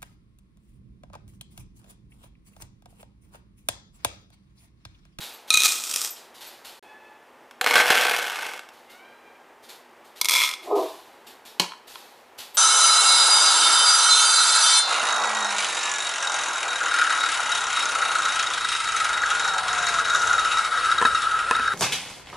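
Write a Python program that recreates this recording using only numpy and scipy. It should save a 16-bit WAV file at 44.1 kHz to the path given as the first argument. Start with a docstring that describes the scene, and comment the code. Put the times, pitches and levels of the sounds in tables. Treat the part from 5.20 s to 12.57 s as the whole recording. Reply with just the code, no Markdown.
"""A soft scuff and a tiny tinkle, then dry pet food rattles from a plastic cup into three bowls in a
small room: a ringing one, a wide dull one, a little one. Every pellet clicks and rings its bowl.
Something is put down with a knock and light wooden taps. Further off, a cat mews faintly twice in thin
harmonics and a dog gives one muffled woof of throaty pulses. Feet and paws scuff about, a ball rattles
in a tiny collar bell, and the house hums underneath."""
import sys
import numpy as np
from scipy import signal
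from scipy.fft import rfft, irfft
from scipy.io import wavfile
from scipy.ndimage import uniform_filter1d

SR = 44100
rng = np.random.default_rng(int(sys.argv[2]) if len(sys.argv) > 2 else 0)


def store_pcm(level_fs):
    """Save levels as 16-bit WAV."""
    pcm = np.round(np.clip(level_fs, -1, 1) * 32767).astype(np.int16)
    wavfile.write(sys.argv[1], SR, np.atleast_2d(pcm).T)


N = 325017
T = np.arange(N) / SR

# the ring of each bowl: pitch_hz, t60_s, energy_db
RINGING_BOWL_MODES = [(1268, .14, -5.5), (1402, 0.11, -16.5), (2455, .075, 1), (2500, 0.048, 2),
                      (3717, 0.028, 3), (3920, 0.016, 4.5), (4190, 0.027, -2.5), (4410, 0.038, -11),
                      (6040, 0.0096, -4), (6340, 0.022, -7), (6900, 0.0091, -6.5), (8070, .02, -12.5),
                      (8840, 0.017, -3), (8830, .02, -8.5)]
WIDE_BOWL_MODES = [(490.6, 0.18, -6.5), (734, 0.063, -6.5), (765, 0.073, -9.5), (1230, 0.06, -19),
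                   (1531, 0.022, 2), (1744, 0.019, -2.5), (2200, 0.022, -2.5), (2430, 0.042, -13.5),
                   (3270, 0.017, -7), (4240, 0.026, -9.5)]
SMALL_BOWL_MODES = [(991, 0.068, -8), (1287, 0.033, -8.5), (2164, 0.05, -1.5), (2330, 0.013, -1.5),
                    (3410, 0.034, 0), (3670, 0.05, -9), (4140, 0.06, -8.5), (4600, 0.028, -16),
                    (5260, 0.0233, -12), (6200, 0.032, -24), (6600, 0.034, -15), (7520, 0.027, -14),
                    (8970, 0.011, -13.5), (11800, 0.018, -22)]
# EQ of a pellet's click in each bowl: freq_hz, gain_db
RINGING_BOWL_CLICK = [(100, -31), (350, -14), (700, -13.5), (1000, -7), (1300, -1), (1700, -9.5),
                      (2600, -4), (3600, -0.5), (5000, 0.5), (7500, 3.5), (10000, -3), (14000, -5),
                      (16000, -17)]
WIDE_BOWL_CLICK = [(47, -55), (120, -37), (250, -21), (400, -12), (490, -11), (580, -8), (757, -1),
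                   (1000, -8), (1570, -4.5), (1910, -9.5), (2200, -5), (4200, -14.5), (13000, -23.5),
                   (15500, -36)]
SMALL_BOWL_CLICK = [(100, -24), (500, -3), (900, -3), (1700, -9), (2600, 1.5), (5200, 13), (8000, 6),
                    (13500, 4), (16000, -37)]
# surges of pellets sliding out of the cup: start_s, level_db, rise_s, hold_s, t60_s
SURGES = [(.305, -26, 0.022, 0.19, 0.64), (.425, -14.5, 0.028, .01, 0.06), (.58, -31, 0.12, .17, 0.14),
          (2.465, -20.5, 0.012, 0.063, .3), (2.54, -16.5, 0.019, 0.049, 0.14),
          (2.62, -20.5, 0.052, 0.18, 1.4), (2.68, -16, 0.024, .015, .22), (3.1, -33.5, 0.09, 0.071, 0.39),
          (4.955, -43.5, .005, 0.14, .1), (5.08, -19, 0.062, 0.098, 0.29)]
# single hard pellets that stand out of the stream: start_s, strength_db
HARD_PELLETS = [(.3044, 13.5), (.329, 0), (.3397, 10.5), (.343, 11.5), (.355, 5), (.3728, 12.5), (.404, 3),
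                (.42, 4), (.4347, 7.5), (.49, 1.5), (.521, 2), (.638, -4), (.7124, -3.5), (.7395, 0.5),
                (.7603, 4), (.8161, 0.5), (.8473, 0), (2.311, -19), (2.412, 9), (2.443, 5.5), (2.463, 11.5),
                (2.472, 9), (2.51, 9.5), (2.54, 7), (2.556, 14), (2.564, 10.5), (2.591, 1), (2.608, 9.5),
                (3.336, -9.5), (3.393, -11), (3.434, -24), (3.489, -19.5), (5.0132, 9), (5.046, 2.5),
                (5.0555, 5), (5.086, 8), (5.095, 9), (5.109, 7), (5.1184, 5), (5.138, 8.5), (5.1593, 8.5),
                (5.237, 5.5), (5.266, -6), (5.2905, 1.5), (5.313, -4), (5.3375, -3.5)]


def pour(span_s, modes, click_eq, pellets_per_s, click_t60, ring_db, shift_s, empty_db=-42.5, spots=12):
    """Pellets land on random spots; each cracks and rings the bowl, whose share shifts as it fills."""
    flow = np.sqrt(sum((undb(db) * envelope(s, rise, hold, t60)) ** 2
                       for s, db, rise, hold, t60 in during(SURGES, span_s)))
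    landings = (rng.random(N) < pellets_per_s / SR) & (flow > undb(empty_db))
    size_db = 3.5 * np.minimum(rng.exponential(size=N), 3)
    sizes = landings * undb(size_db) * rng.choice([-1, 1], N)
    # the flow sets how much energy lands in any 30 ms
    energy = uniform_filter1d(sizes ** 2, SR // 33)
    stream = sizes / np.sqrt(np.abs(energy) + pellets_per_s / SR / 2) * flow
    blows = stream + impulses(during(HARD_PELLETS, span_s))
    # ring against click, moving from the first ring_db value to the second
    ring_gain = undb(np.interp(T, [span_s[0], span_s[0] + shift_s], ring_db))
    contacts = [(click(click_eq, click_t60, tilt), body(modes)) for tilt in np.linspace(1.1, -1.1, spots)]
    spot = rng.integers(spots, size=N)
    out = np.zeros(N + SR)
    for i in np.flatnonzero(blows):
        crack, tone = contacts[spot[i]]
        out[i:i + len(tone)] += blows[i] * (crack + ring_gain[i] * tone) / np.hypot(1, ring_gain[i])
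    return out[:N]


# the knock and its rebounds: start_s, strength_db
KNOCK_HITS = [(6.3967, -13), (6.398, -2), (6.4016, -10), (6.419, -16.5)]
# the object's ring: pitch_hz, t60_s, energy_db
KNOCK_MODES = [(178, 0.16, -9), (383, 0.067, -7), (930, .04, -9), (1010, 0.027, -10), (2340, 0.016, -14),
               (2780, 0.016, -8), (3090, 0.02, -7), (4120, 0.032, 5), (4270, 0.027, 3.5)]
# EQ of its crack and clatter: freq_hz, gain_db
KNOCK_EQ = [(47, -47), (110, -26), (177, -9), (260, -17), (366, 3), (620, -18.5), (950, 3.5), (1400, -19),
            (2400, -8), (3000, -6), (3600, -12), (4250, -5.5), (5200, -11), (10700, -21.5), (15500, -32)]


def knock():
    """A hard object meets the floor with a clack and a short clatter."""
    clack = undb(11) * click(KNOCK_EQ, t60=0.024) + undb(10) * body(KNOCK_MODES)
    clatter = undb(7) * click(KNOCK_EQ, t60=0.22)
    return ring(impulses(KNOCK_HITS), clack + clatter)


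# light taps after the knock: start_s, strength_db, brightness_hz
WOOD_TAPS = [(6.443, 1, 600), (6.508, -10, 600), (6.5203, -3.5, 900), (6.536, -6, 600), (6.757, -9.5, 4002)]
# the wood's ring: pitch_hz, t60_s, energy_db
WOOD_MODES = [(902, 0.05, -3), (1046, 0.045, -2.5), (1310, 0.014, -4), (2500, 0.013, -4), (3320, .015, 3),
              (4140, .015, -2)]


def wooden_taps():
    """Small wooden taps, each with its own strength and brightness."""
    blows = sum(signal.lfilter(*signal.butter(1, hz, fs=SR), impulses([(s, db)]))
                for s, db, hz in WOOD_TAPS)
    return ring(blows, body(WOOD_MODES))


# resonances of the dog's throat: centre_hz, width_hz, gain_db
DOG_THROAT = [(327, 43, 6), (415, 320, -1.5), (715, 99, 3.5), (1050, 130, -5.5)]


def woof(note_at_s=5.525, note_s=0.0341, sink_hz_per_s=893, swell_db_per_s=330, jitter=0.01244):
    """A closed-mouth bark swells, breaks into a clear note, then turns gruff, sinks and dies away."""
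    age = T - note_at_s
    clear = uniform_filter1d(1. * ((age > 0) & (age < note_s)), SR // 100)
    pitch_hz = np.maximum(415 - sink_hz_per_s * np.maximum(age - note_s, 0), 330)
    phase = 2 * np.pi * np.cumsum(pitch_hz * (1 + jitter * wobble(120))) / SR
    note = level(np.sin(phase) + undb(-16) * (np.sin(2 * phase) + np.sin(3 * phase)))
    puffs = rng.standard_normal(N) * (1 + np.cos(phase))
    throat = sum((-1) ** k * undb(db) * band(puffs, hz, width)
                 for k, (hz, width, db) in enumerate(DOG_THROAT))
    muffle = signal.butter(8, [272, 1130], "band", fs=SR, output="sos")
    gruff = level(signal.sosfilt(muffle, throat))
    gruff_share = np.interp(clear, [0, 1], [0.86, 0.093])
    voice = np.sqrt(1 - gruff_share) * note + np.sqrt(gruff_share) * gruff
    swell_db = -20.5 + swell_db_per_s * np.minimum(age, 0) + 1.5 * clear
    return voice * undb(swell_db) * fade(np.maximum(age - 0.071, 0), t60=0.22)


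# the two mews: start_s, hold_s, opening_pitch_hz, top_pitch_hz, glide_s, level_db
MEWS = [(1.603, 0.25, 837, 863, 0.102, -56.5), (3.66, 0.42, 677, 798.5, .21, -54)]
# EQ of the cat's mouth, one curve per mew: freq_hz, gain_db
CAT_MOUTHS = [
    [(860, -1.5), (1730, 1), (2600, -.5), (3470, -8.5), (4330, -15.5), (7000, -33.5)],
    [(790, -9), (1600, -1), (2400, 0), (3200, -10.5), (4000, -15), (6400, -34)],
]


def mew(row, mouth, jitter=0.00416, sag_db_per_s=13.5):
    """Thin, clean harmonics shaped by the cat's mouth glide up to a held pitch and slowly weaken."""
    start_s, hold_s, opening_hz, top_hz, glide_s, db = row
    pitch_hz = np.interp(T, [start_s, start_s + glide_s], [opening_hz, top_hz])
    sag = undb(-sag_db_per_s * np.maximum(T - start_s, 0))
    effort = envelope(start_s, rise=0.043, hold=hold_s, t60=.55) * sag
    gate = effort > undb(-40)
    phase = 2 * np.pi * np.cumsum(pitch_hz * (1 + jitter * wobble(50))) / SR
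    voice = np.zeros(N)
    voice[gate] = sum(undb(at_hz(mouth, k * pitch_hz[gate])) * np.sin(k * phase[gate])
                      for k in range(1, 9))
    return voice * effort * undb(db)


# scuffs of feet, paws and hands: start_s, level_db, t60_s
SCUFFS = [(0, -36, 0.48), (0.271, -43.5, 0.25), (.95, -48, .4), (1.138, -49.5, 0.46), (1.203, -42.5, 0.61),
          (1.441, -42.5, 0.41), (3.52, -57, .7), (3.692, -50, 0.28), (4.423, -53, .4), (4.484, -43, 0.25),
          (4.84, -56.5, 0.32), (4.954, -46.5, 0.47), (5.42, -48, 0.65), (5.548, -41.5, 1),
          (6.062, -45.5, 0.25), (6.248, -44.5, .3), (6.668, -45, 1), (7.177, -37, 0.29), (7.335, -46.5, .3)]
# EQ of the friction: freq_hz, gain_db
SCUFF_EQ = [(200, -14.5), (900, -4), (2000, -5.5), (3800, 1), (5500, -6), (9000, -9), (13000, -7.5),
            (16000, -21.5)]


def scuffs(grain_db=3.0):
    """Short slides: fine friction grains that swell quickly and die away."""
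    power = sum((undb(db) * envelope(s, rise=0.012, hold=0, t60=t60)) ** 2 for s, db, t60 in SCUFFS)
    noise = rng.standard_normal(N)
    grains = np.repeat(rng.standard_normal(N // 32 + 1), 32)[:N]
    return level(colour(noise * undb(grain_db * grains), SCUFF_EQ)) * np.sqrt(power)


# shakes of the collar: start_s, strength_db
BELL_SHAKES = [(.135, -19), (.83, -11), (.903, -6.5), (1.268, -17), (7.345, -5)]
# the bell's ring: pitch_hz, t60_s, energy_db
BELL_MODES = [(7840, 0.13, -1.5), (12120, .06, 4), (13200, .08, 2), (12955, .12, 6.5), (13120, .06, -18)]


def collar_bell():
    """The loose ball rattles inside the tiny bell at each shake."""
    rattle = click(t60=0.077)
    tinkle = unit(ring(rattle, body(BELL_MODES)))
    return ring(impulses(BELL_SHAKES), tinkle)


# EQ of the house's hum: freq_hz, gain_db
ROOM_TONE_EQ = [(15, -53.5), (25, -30.5), (173, -21.5), (198, -21.5), (233, -8.5), (297, -14), (340, -7.5),
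                (482, -7), (666, -7.5), (848, -5), (1270, -11.5), (1950, -14), (3170, -21.5), (4150, -28),
                (15500, -37.5)]


def room_tone(waver_db=.5):
    """The soft steady hum of the house: dark noise that wavers slightly."""
    return level(colour(rng.standard_normal(N), ROOM_TONE_EQ), db=-52) * undb(waver_db * wobble(14))


# reverb time of the small room: freq_hz, t60_s
ROOM_DECAY = [(200, 0.16), (1000, 0.57), (4000, 0.47), (14000, 0.37)]


def room(x, wet_db, gap_s=.004):
    """Direct sound plus a diffuse tail that lingers longest in the mids."""
    t, tail = T[:SR * 2 // 3], 0
    edges_hz = [20, 300, 700, 1500, 3000, 6000, 10000, 18000]
    for lo, hi in zip(edges_hz, edges_hz[1:]):
        bandpass = signal.butter(3, [lo, hi], "band", fs=SR, output="sos")
        noise = signal.sosfilt(bandpass, rng.standard_normal(len(t)))
        tail = tail + noise * fade(t, at_hz(ROOM_DECAY, np.sqrt(lo * hi)))
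    return x + undb(wet_db) * ring(x, unit(tail * (t > gap_s)))


# EQ of the stereo side signal: freq_hz, gain_db
SIDE_EQ = [(100, -16.5), (400, -23.5), (1500, -34), (4000, -29), (13000, -19)]


def widen(x, side_db):
    """A short diffuse burst widens the sound from left to right, mostly in the bass and high treble."""
    diffuse = ring(x, click(t60=.03))
    side = undb(side_db) * colour(diffuse, SIDE_EQ)
    return np.array([x + side, x - side])


def body(modes):
    """The ring of one blow: each contact point weights and detunes the modes a little differently."""
    t, out = T[:SR // 3], 0
    for (hz, t60, db), (weight, detune, polarity) in zip(modes, rng.standard_normal((len(modes), 3))):
        tone = np.cos(2 * np.pi * hz * (1 + .004 * detune) * t) * fade(t, t60)
        out = out + np.sign(polarity) * undb(db + 2 * weight) * unit(tone)
    return unit(out)


def click(eq=((20, 0), (20000, 0)), t60=.03, tilt_db_per_octave=0):
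    """The dry crack of one contact, a noise burst; a harder one tilts upwards above 1 kHz."""
    t = T[:SR // 3]
    tilted = [(hz, db + tilt_db_per_octave * np.log2(max(hz, 1000))) for hz, db in eq]
    return unit(colour(rng.standard_normal(len(t)) * fade(t, t60), tilted))


def colour(x, eq, size=2048):
    """Causal filter with the given EQ curve, built from its cepstrum."""
    gains = undb(at_hz(eq, np.fft.rfftfreq(size, 1 / SR)))
    cepstrum = irfft(np.log(gains))
    cepstrum[1:size // 2] *= 2
    cepstrum[size // 2 + 1:] = 0
    return ring(x, irfft(np.exp(rfft(cepstrum))))


def ring(x, response):
    """Pass a sound through an impulse response."""
    return signal.oaconvolve(x, response)[:len(x)]


def band(x, hz, width_hz):
    """One resonance, gain 1 at its centre."""
    return signal.lfilter(*signal.iirpeak(hz, hz / width_hz, fs=SR), x)


def at_hz(points, hz):
    """Read a curve on a log-frequency axis."""
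    freqs, values = np.transpose(points)
    return np.interp(np.log(np.maximum(hz, 1)), np.log(freqs), values)


def impulses(rows):
    """An impulse for each (start_s, strength_db) row."""
    out = np.zeros(N)
    for s, db in rows:
        out[int(s * SR)] += undb(db)
    return out


def during(rows, span_s):
    """The events that start within a span of time."""
    return [row for row in rows if span_s[0] <= row[0] < span_s[1]]


def envelope(start_s, rise, hold, t60):
    """Linear attack, hold and exponential release, in seconds."""
    age = T - start_s
    return np.clip(age / rise, 0, 1) * fade(np.maximum(age - rise - hold, 0), t60)


def fade(t, t60):
    """Exponential decay, 60 dB down after t60 seconds."""
    return np.exp(-np.log(1000) * t / t60)


def wobble(rate_hz):
    """Smooth random motion of spread 1."""
    knots = rng.standard_normal(int(rate_hz * N / SR) + 2)
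    return level(np.interp(T * rate_hz, np.arange(len(knots)), knots))


def level(x, db=0):
    """Scale to an rms level."""
    return unit(x) * np.sqrt(len(x)) * undb(db)


def unit(x):
    """Scale to energy 1."""
    return x / np.sqrt(np.sum(x ** 2) + 1e-18)


def undb(db):
    """Decibels to gain."""
    return 10 ** (np.asarray(db) / 20)


def scene():
    """Three pours close by, the animals further off."""
    ringing = pour((.3, 2), RINGING_BOWL_MODES, RINGING_BOWL_CLICK,
                   pellets_per_s=1000, click_t60=0.016, ring_db=(11, -21.5), shift_s=0.41)
    wide = pour((2.3, 4), WIDE_BOWL_MODES, WIDE_BOWL_CLICK,
                pellets_per_s=480, click_t60=0.023, ring_db=(3, -5), shift_s=0.76)
    small = pour((4.9, 6), SMALL_BOWL_MODES, SMALL_BOWL_CLICK,
                 pellets_per_s=900, click_t60=0.024, ring_db=(-10.5, 6.5), shift_s=0.31)
    bowls = widen(room(ringing, wet_db=-9), side_db=-1)
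    bowls += widen(room(wide, wet_db=-8), side_db=-14)
    bowls += widen(room(small, wet_db=-13.5), side_db=-23)
    foley = room(knock() + wooden_taps(), wet_db=-14.5) + room(scuffs(), wet_db=-3) + collar_bell()
    cat = room(sum(mew(row, mouth) for row, mouth in zip(MEWS, CAT_MOUTHS)), wet_db=-1.5)
    dog = room(woof(), wet_db=-11.5, gap_s=0.028)
    return bowls + widen(foley, side_db=-4.5) + cat + dog + room_tone()


def record(dry, dropout_s=(1.594, 1.626), top_hz=15300):
    """The microphone clips the hardest strikes unevenly, adding a low thud; the sound drops out once."""
    limit = np.where(dry > 0, 0.59, 0.51)
    clipped = dry / (1 + (dry / limit) ** 8) ** (1 / 8)
    live = (T < dropout_s[0]) | (T > dropout_s[1])
    lowpass = signal.ellip(8, .2, 70, top_hz, fs=SR, output="sos")
    return signal.sosfilt(lowpass, clipped * live)


dry = scene()
out = record(dry)
store_pcm(out)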